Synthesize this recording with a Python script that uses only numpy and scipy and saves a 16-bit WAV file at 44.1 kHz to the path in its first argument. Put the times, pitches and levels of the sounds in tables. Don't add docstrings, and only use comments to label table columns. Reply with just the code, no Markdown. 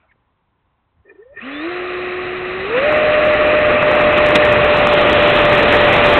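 import sys
import numpy as np
from scipy import signal
from scipy.fft import rfft, irfft, next_fast_len
from scipy.io import wavfile
from scipy.ndimage import uniform_filter1d

SR = 44100
rng = np.random.default_rng(int(sys.argv[2]) if len(sys.argv) > 2 else 0)


def unload_audio(sound):
    columns = np.transpose(np.atleast_2d(sound))
    steps = np.round(np.clip(columns, -1, 1) * 32767)
    wavfile.write(sys.argv[1], SR, steps.astype(np.int16))


def nominal_scale(level):
    x = np.asarray(level, float) / 20
    return 10 ** x


N = 272979
T = np.arange(N) / SR
CAMERA_HZ = 8000
BLADES, FULL_HZ = 12, 600


def set_rms(x, db):
    return x * nominal_scale(db) / np.sqrt(np.mean(x ** 2))


def band(x, hz, width_hz):
    return signal.lfilter(*signal.iirpeak(hz, hz / width_hz, fs=SR), x)


def noise_band(hz, width_hz, db):
    return set_rms(band(rng.standard_normal(N), hz, width_hz), db)


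def steep_noise_band(hz, width_hz, db):
    return set_rms(band(band(rng.standard_normal(N), hz, width_hz), hz, width_hz), db)


def walk(rate_hz):
    hold = int(SR / rate_hz)
    stairs = np.repeat(rng.standard_normal(N // hold + 1), hold)
    return 1.084 * uniform_filter1d(uniform_filter1d(stairs, hold), hold)[:N]


def bell(x, centre, spread):
    return np.exp(-.5 * ((x - centre) / spread) ** 2)


def tone(hz, db, wobble_db, jitter=0.0024):
    phase = np.cumsum(2 * np.pi * hz * (1 + jitter * walk(40)) / SR)
    return np.sqrt(2) * nominal_scale(db) * nominal_scale(wobble_db * walk(45)) * np.sin(phase)


def turbulence(modes, flicker_db, rate_hz):
    total = 0
    for hz, width_hz, db in modes:
        rush = band(band(rng.standard_normal(N), hz, width_hz), hz, 1.66 * width_hz)
        total = total + set_rms(rush, db + flicker_db * walk(rate_hz))
    return set_rms(total, 0)


# start_s, shaft_hz
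FAN_SPEED = [(1.14, 24.2), (1.228, 38), (1.338, 49.5), (1.372, 105), (1.418, 210), (1.458, 259),
             (1.53, 286), (1.6, 300), (1.66, 333), (1.71, 357), (1.8, 360.5), (2.5, 364.5), (2.648, 383.5),
             (2.706, 440), (2.872, 607), (3.6, 604.5), (4.84, 595), (6.19, 589)]


def speeds():
    hz = np.interp(T, *np.transpose(FAN_SPEED))
    push = np.cumsum(hz ** 2)
    return hz, push / push[-1]


def law(hz, roll, full_db, slope_db, knee_hz, stall_db, roll_db):
    stall = stall_db * np.minimum(np.log2(hz / knee_hz), 0)
    return full_db + slope_db * np.log2(hz / FULL_HZ) + stall + roll_db * roll


# pitch_hz, level_db (per Hz)
OPEN_AIR = [(15, -31), (25, -2), (79, 3.5), (230, -6), (605, -11.5), (1050, -4), (1220, -11), (4010, -24.5)]


def field():
    hz, db = np.transpose(OPEN_AIR)
    size = next_fast_len(N)
    colour = nominal_scale(np.interp(np.log(np.fft.rfftfreq(size, 1 / SR) + 1), np.log(hz), db))
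    far = irfft(rfft(rng.standard_normal(size)) * colour, size)[:N]
    breeze = nominal_scale(3.0 * walk(9)) * noise_band(70, 60, 0)
    return set_rms(far * nominal_scale(.8 * walk(5)), -65.5) + nominal_scale(-75.5) * breeze


# start_s, peak_db, pitch_hz, width_hz, length_s
SCUFFS = [
    (.015, -60, 2290, 600, .03),
    (.025, -58.5, 1350, 400, 0.062),
    (0.047, -53, 670, 160, 0.012),
    (0.1, -54, 2150, 120, .012),
    (0.119, -43.5, 1920, 500, 0.0044),
    (0.16, -50, 360, 400, .002),
    (0.993, -47, 90, 50, 0.02),
    (1.33, -49, 55, 50, .04),
]


def steps():
    grinding = rng.standard_normal(N)
    total = 0
    for s, db, hz, width_hz, length_s in SCUFFS:
        scuff = set_rms(band(band(grinding, hz, width_hz), hz, width_hz), db - 7)
        total = total + bell(T, s, length_s) * scuff
    return total


# pitch_hz, width_hz, level_db
SHELL_MODES = [(418, 98, 3.5), (1230, 220, -18), (1820, 85, 0), (2440, 98, -10)]
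# start_s, peak_db, length_s, low_mode_db, upper_mode_db
JERKS = [(1.061, -52, 0.0062, 9, -12), (1.077, -44, .008, 8, -16), (1.096, -41, 0.007, -7, 5),
         (1.105, -34.5, 0.0076, -10, -4), (1.118, -50.5, 0.0091, 15, -12), (1.16, -47, 0.0065, 0, 0),
         (1.23, -47, 0.0086, -10, -14), (1.303, -57, .01, -10, -12), (1.348, -40, 0.014, -6, -6),
         (1.374, -31, 0.0075, -12, 6), (1.383, -26, 0.011, -13, 2)]


def twitches():
    low, body, ring, upper = (steep_noise_band(*mode) for mode in SHELL_MODES)
    jerks = 0
    for s, db, length_s, low_db, upper_db in JERKS:
        shell = nominal_scale(low_db) * low + body + ring + nominal_scale(upper_db) * upper
        jerks = jerks + nominal_scale(db - 11) * bell(T, s, length_s) * shell
    buzz = steep_noise_band(800, 1200, -63) + nominal_scale(-70) * ring
    return jerks + bell(T, 1.2, 0.087) * nominal_scale(3.0 * walk(59.3)) * buzz


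# start_s, level_db, length_s
LURCHES = [
    (1.152, -53, 0.013),
    (1.199, -39.5, 0.01),
    (1.227, -40, 0.0085),
    (1.27, -42, 0.01),
    (1.305, -45, .015),
    (1.332, -47, 0.0067),
]


def cogging():
    hz, _ = speeds()
    lurches = sum(nominal_scale(db) * bell(T, s, length_s) for s, db, length_s in LURCHES)
    return tone(BLADES * hz, 0, wobble_db=4.0) * lurches


# pitch_hz, spread_hz, level_db
FAN_MOUNT = [(328, 17, 6.5), (493, 29, 6.5), (596, 16, 5.5)]
# multiple, air_db, shell_db
MULTIPLES = [(2, -13, -36), (3, -24, -40), (6, -55, -4)]


def shaft_hum():
    hz, roll = speeds()
    db = law(hz, roll, full_db=-18.5, slope_db=12, knee_hz=228, stall_db=110, roll_db=-3)
    db = db + sum(lift_db * bell(hz, f, spread_hz) for f, spread_hz, lift_db in FAN_MOUNT)
    db = db + 2.5 * roll ** 2 * walk(25)
    hum = tone(hz, db, wobble_db=1.0, jitter=0.002983)
    fade_db = 10.5 * (hz / FULL_HZ) ** 2
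    for k, air_db, shell_db in MULTIPLES:
        multiple = tone(k * hz, db, wobble_db=3.5)
        flare = 0
        for f, width_hz, mode_db in SHELL_MODES[1:]:
            flare = flare + nominal_scale(mode_db) * band(band(multiple, f, 1.5 * width_hz), f, 1.5 * width_hz)
        hum = hum + nominal_scale(air_db - fade_db) * multiple + nominal_scale(shell_db) * flare
    return hum


# pitch_hz, spread_hz, level_db
BLADE_MODES = [(1820, 130, -37), (2520, 100, -36), (2900, 170, -41), (3490, 55, -44), (3660, 110, -45),
               (3930, 120, -42)]


def blade_tone():
    blade_hz = BLADES * speeds()[0]
    path = sum(nominal_scale(db) * bell(blade_hz, f, spread_hz) for f, spread_hz, db in BLADE_MODES)
    whine = tone(blade_hz, 0, wobble_db=3.0, jitter=0.0029) * path
    return whine + nominal_scale(9.5) * band(whine, *SHELL_MODES[2][:2])


# pitch_hz, width_hz, level_db
DUCT_MODES = [(1162, 300, 1), (1404, 430, -3.5), (1891, 375, 2), (2487, 454, 1), (2800, 290, -13.5)]
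# full_fan_db, slope_db (per octave), knee_hz, stall_db (more per octave under it), roll_db
DUCT_LEVEL = (-19.5, 11.5, 110, 20, 4.5)
# pitch_hz, width_hz, level_db
INTAKE_MODES = [(325.4, 202, -0.5), (496, 198, 2.5), (684, 226, 0.5)]
# full_fan_db, slope_db (per octave), knee_hz, stall_db (more per octave under it), roll_db
INTAKE_LEVEL = (-29.5, 15.5, 80, 4, 7.5)


def duct_and_intake(hz, roll):
    duct = nominal_scale(law(hz, roll, *DUCT_LEVEL)) * turbulence(DUCT_MODES, flicker_db=1.0, rate_hz=40)
    intake_db = law(hz, roll, *INTAKE_LEVEL) + 7.0
    inner = duct + nominal_scale(intake_db) * turbulence(INTAKE_MODES, flicker_db=0.64, rate_hz=30)
    for gap_hz in (978, .92 * 978):
        inner = inner - 0.6 * band(inner, gap_hz, 120)
    return inner


# pitch_hz, width_hz, level_db
NOZZLE_MODES = [(3320, 510, -6.5), (3957, 400, 4)]
# full_fan_db, slope_db (per octave), knee_hz, stall_db (more per octave under it), roll_db
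NOZZLE_LEVEL = (-33, 7, 301, 24, 1)


def nozzle(hz, roll):
    nozzle_db = law(hz, roll ** 3, *NOZZLE_LEVEL) - 3.0
    return nominal_scale(nozzle_db) * turbulence(NOZZLE_MODES, flicker_db=1.5, rate_hz=23)


def rolling_db(hz, roll):
    return -23.5 + 17 * np.log10(roll + 0.013) + 6.0 * np.minimum(np.log2(hz / 210), 0)


# pitch_hz, width_hz, level_db
WHEEL_MODES = [(35, 45, -6.5), (68, 28, -5.5), (114, 60, -2), (194, 160, -0.5)]


def wheels(hz, roll):
    wheel_db = rolling_db(hz, roll) + 1.06 + 0.59 * walk(7)
    return nominal_scale(wheel_db) * turbulence(WHEEL_MODES, flicker_db=0.0, rate_hz=9.2)


def slipstream(hz, roll):
    return nominal_scale(1.332 * rolling_db(hz, roll) + 14) * noise_band(900, 590, 0)


def wind(roll):
    wind_db = -18 + 52.5 * np.log10(np.minimum(roll, 0.76) + 1e-3) + 1.7 * walk(14)
    return nominal_scale(wind_db) * noise_band(3100, 830, 0)


def airflow():
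    hz, roll = speeds()
    start_s = 1.34
    gust_db = 0.27 * walk(30) + np.interp(T, [start_s - .01, start_s], [-120, 0])
    flow = duct_and_intake(hz, roll) + nozzle(hz, roll)
    passing = slipstream(hz, roll) + wind(roll) + wheels(hz, roll)
    return nominal_scale(gust_db) * (flow + passing)


# start_s, peak_db, length_s, thud_db
SEAMS = [
    (2.778, -8, 0.0069, -6),
    (4.178, -9, 0.0081, 4),
    (4.359, 7.5, 0.0046, -5),
    (4.998, -11, 0.0036, -15),
    (5.129, -6, 0.0038, -3),
    (5.37, -8, .014, -8.5),
    (6.052, -8, 0.0048, -3.5),
]


def bumps():
    rattle, thud = noise_band(1700, 2100, -10.5), noise_band(260, 140, -11.0)
    total = 0
    for s, db, length_s, thud_db in SEAMS:
        total = total + nominal_scale(db) * bell(T, s, length_s) * (rattle + nominal_scale(thud_db) * thud)
    return total


# start_s, level_db
SHARP_PEAKS = [(2.926, -2.5), (3.253, -2.5), (3.337, -2.5), (3.705, -4.5), (3.726, -5.5), (3.828, 0),
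               (3.859, -8), (3.915, -0.5), (3.954, -2.5), (4.0, 0), (4.015, -1), (4.129, -2.5), (4.308, -1.5),
               (4.475, -2), (4.537, -2), (4.557, -3.5), (4.648, -2.5), (4.746, -2.5), (4.872, 5.5), (4.89, -1.5),
               (4.927, -1), (5.224, 1), (5.279, -2), (5.523, 1), (6.065, 0), (6.178, 0)]


def overload_peaks(sound):
    s, db = np.transpose(SHARP_PEAKS)
    at = np.round((np.floor(s * CAMERA_HZ) + .5) / CAMERA_HZ * SR).astype(int)
    hits, sizes = np.zeros(N), np.zeros(N)
    hits[at], sizes[at] = 1, nominal_scale(db)
    lag_s = np.arange(-60, 61) / SR
    jolt = bell(lag_s, 0, .0003)
    knock = np.convolve(sizes, jolt * np.cos(2 * np.pi * 1100 * lag_s), "same")
    return sound * (1 - np.convolve(hits, jolt, "same")) + knock


def scene():
    motor = twitches() + cogging() + shaft_hum() + blade_tone()
    return overload_peaks(field() + steps() + motor + airflow() + bumps())[None]


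def lowpass(hz, count):
    return signal.firwin(count, hz, fs=SR * (CAMERA_HZ // 100), window=("kaiser", 9))


def top_cut(x):
    return signal.sosfilt(signal.butter(12, 15870, fs=SR, output="sos"), x)


def record(dry):
    camera_top, converter_top = .69, .71
    up, down = CAMERA_HZ // 100, SR // 100
    low = signal.resample_poly(dry, up, down, axis=1, window=lowpass(4150, count=12001))
    low = np.clip(low, -camera_top, camera_top)
    raised = signal.resample_poly(low, down, up, axis=1, window=lowpass(CAMERA_HZ / 2, count=16001))[:, :N]
    raised = np.pad(raised, ((0, 0), (0, N - raised.shape[1])))
    return top_cut(np.clip(raised, -converter_top, converter_top))


dry = scene()
out = record(dry)
unload_audio(out)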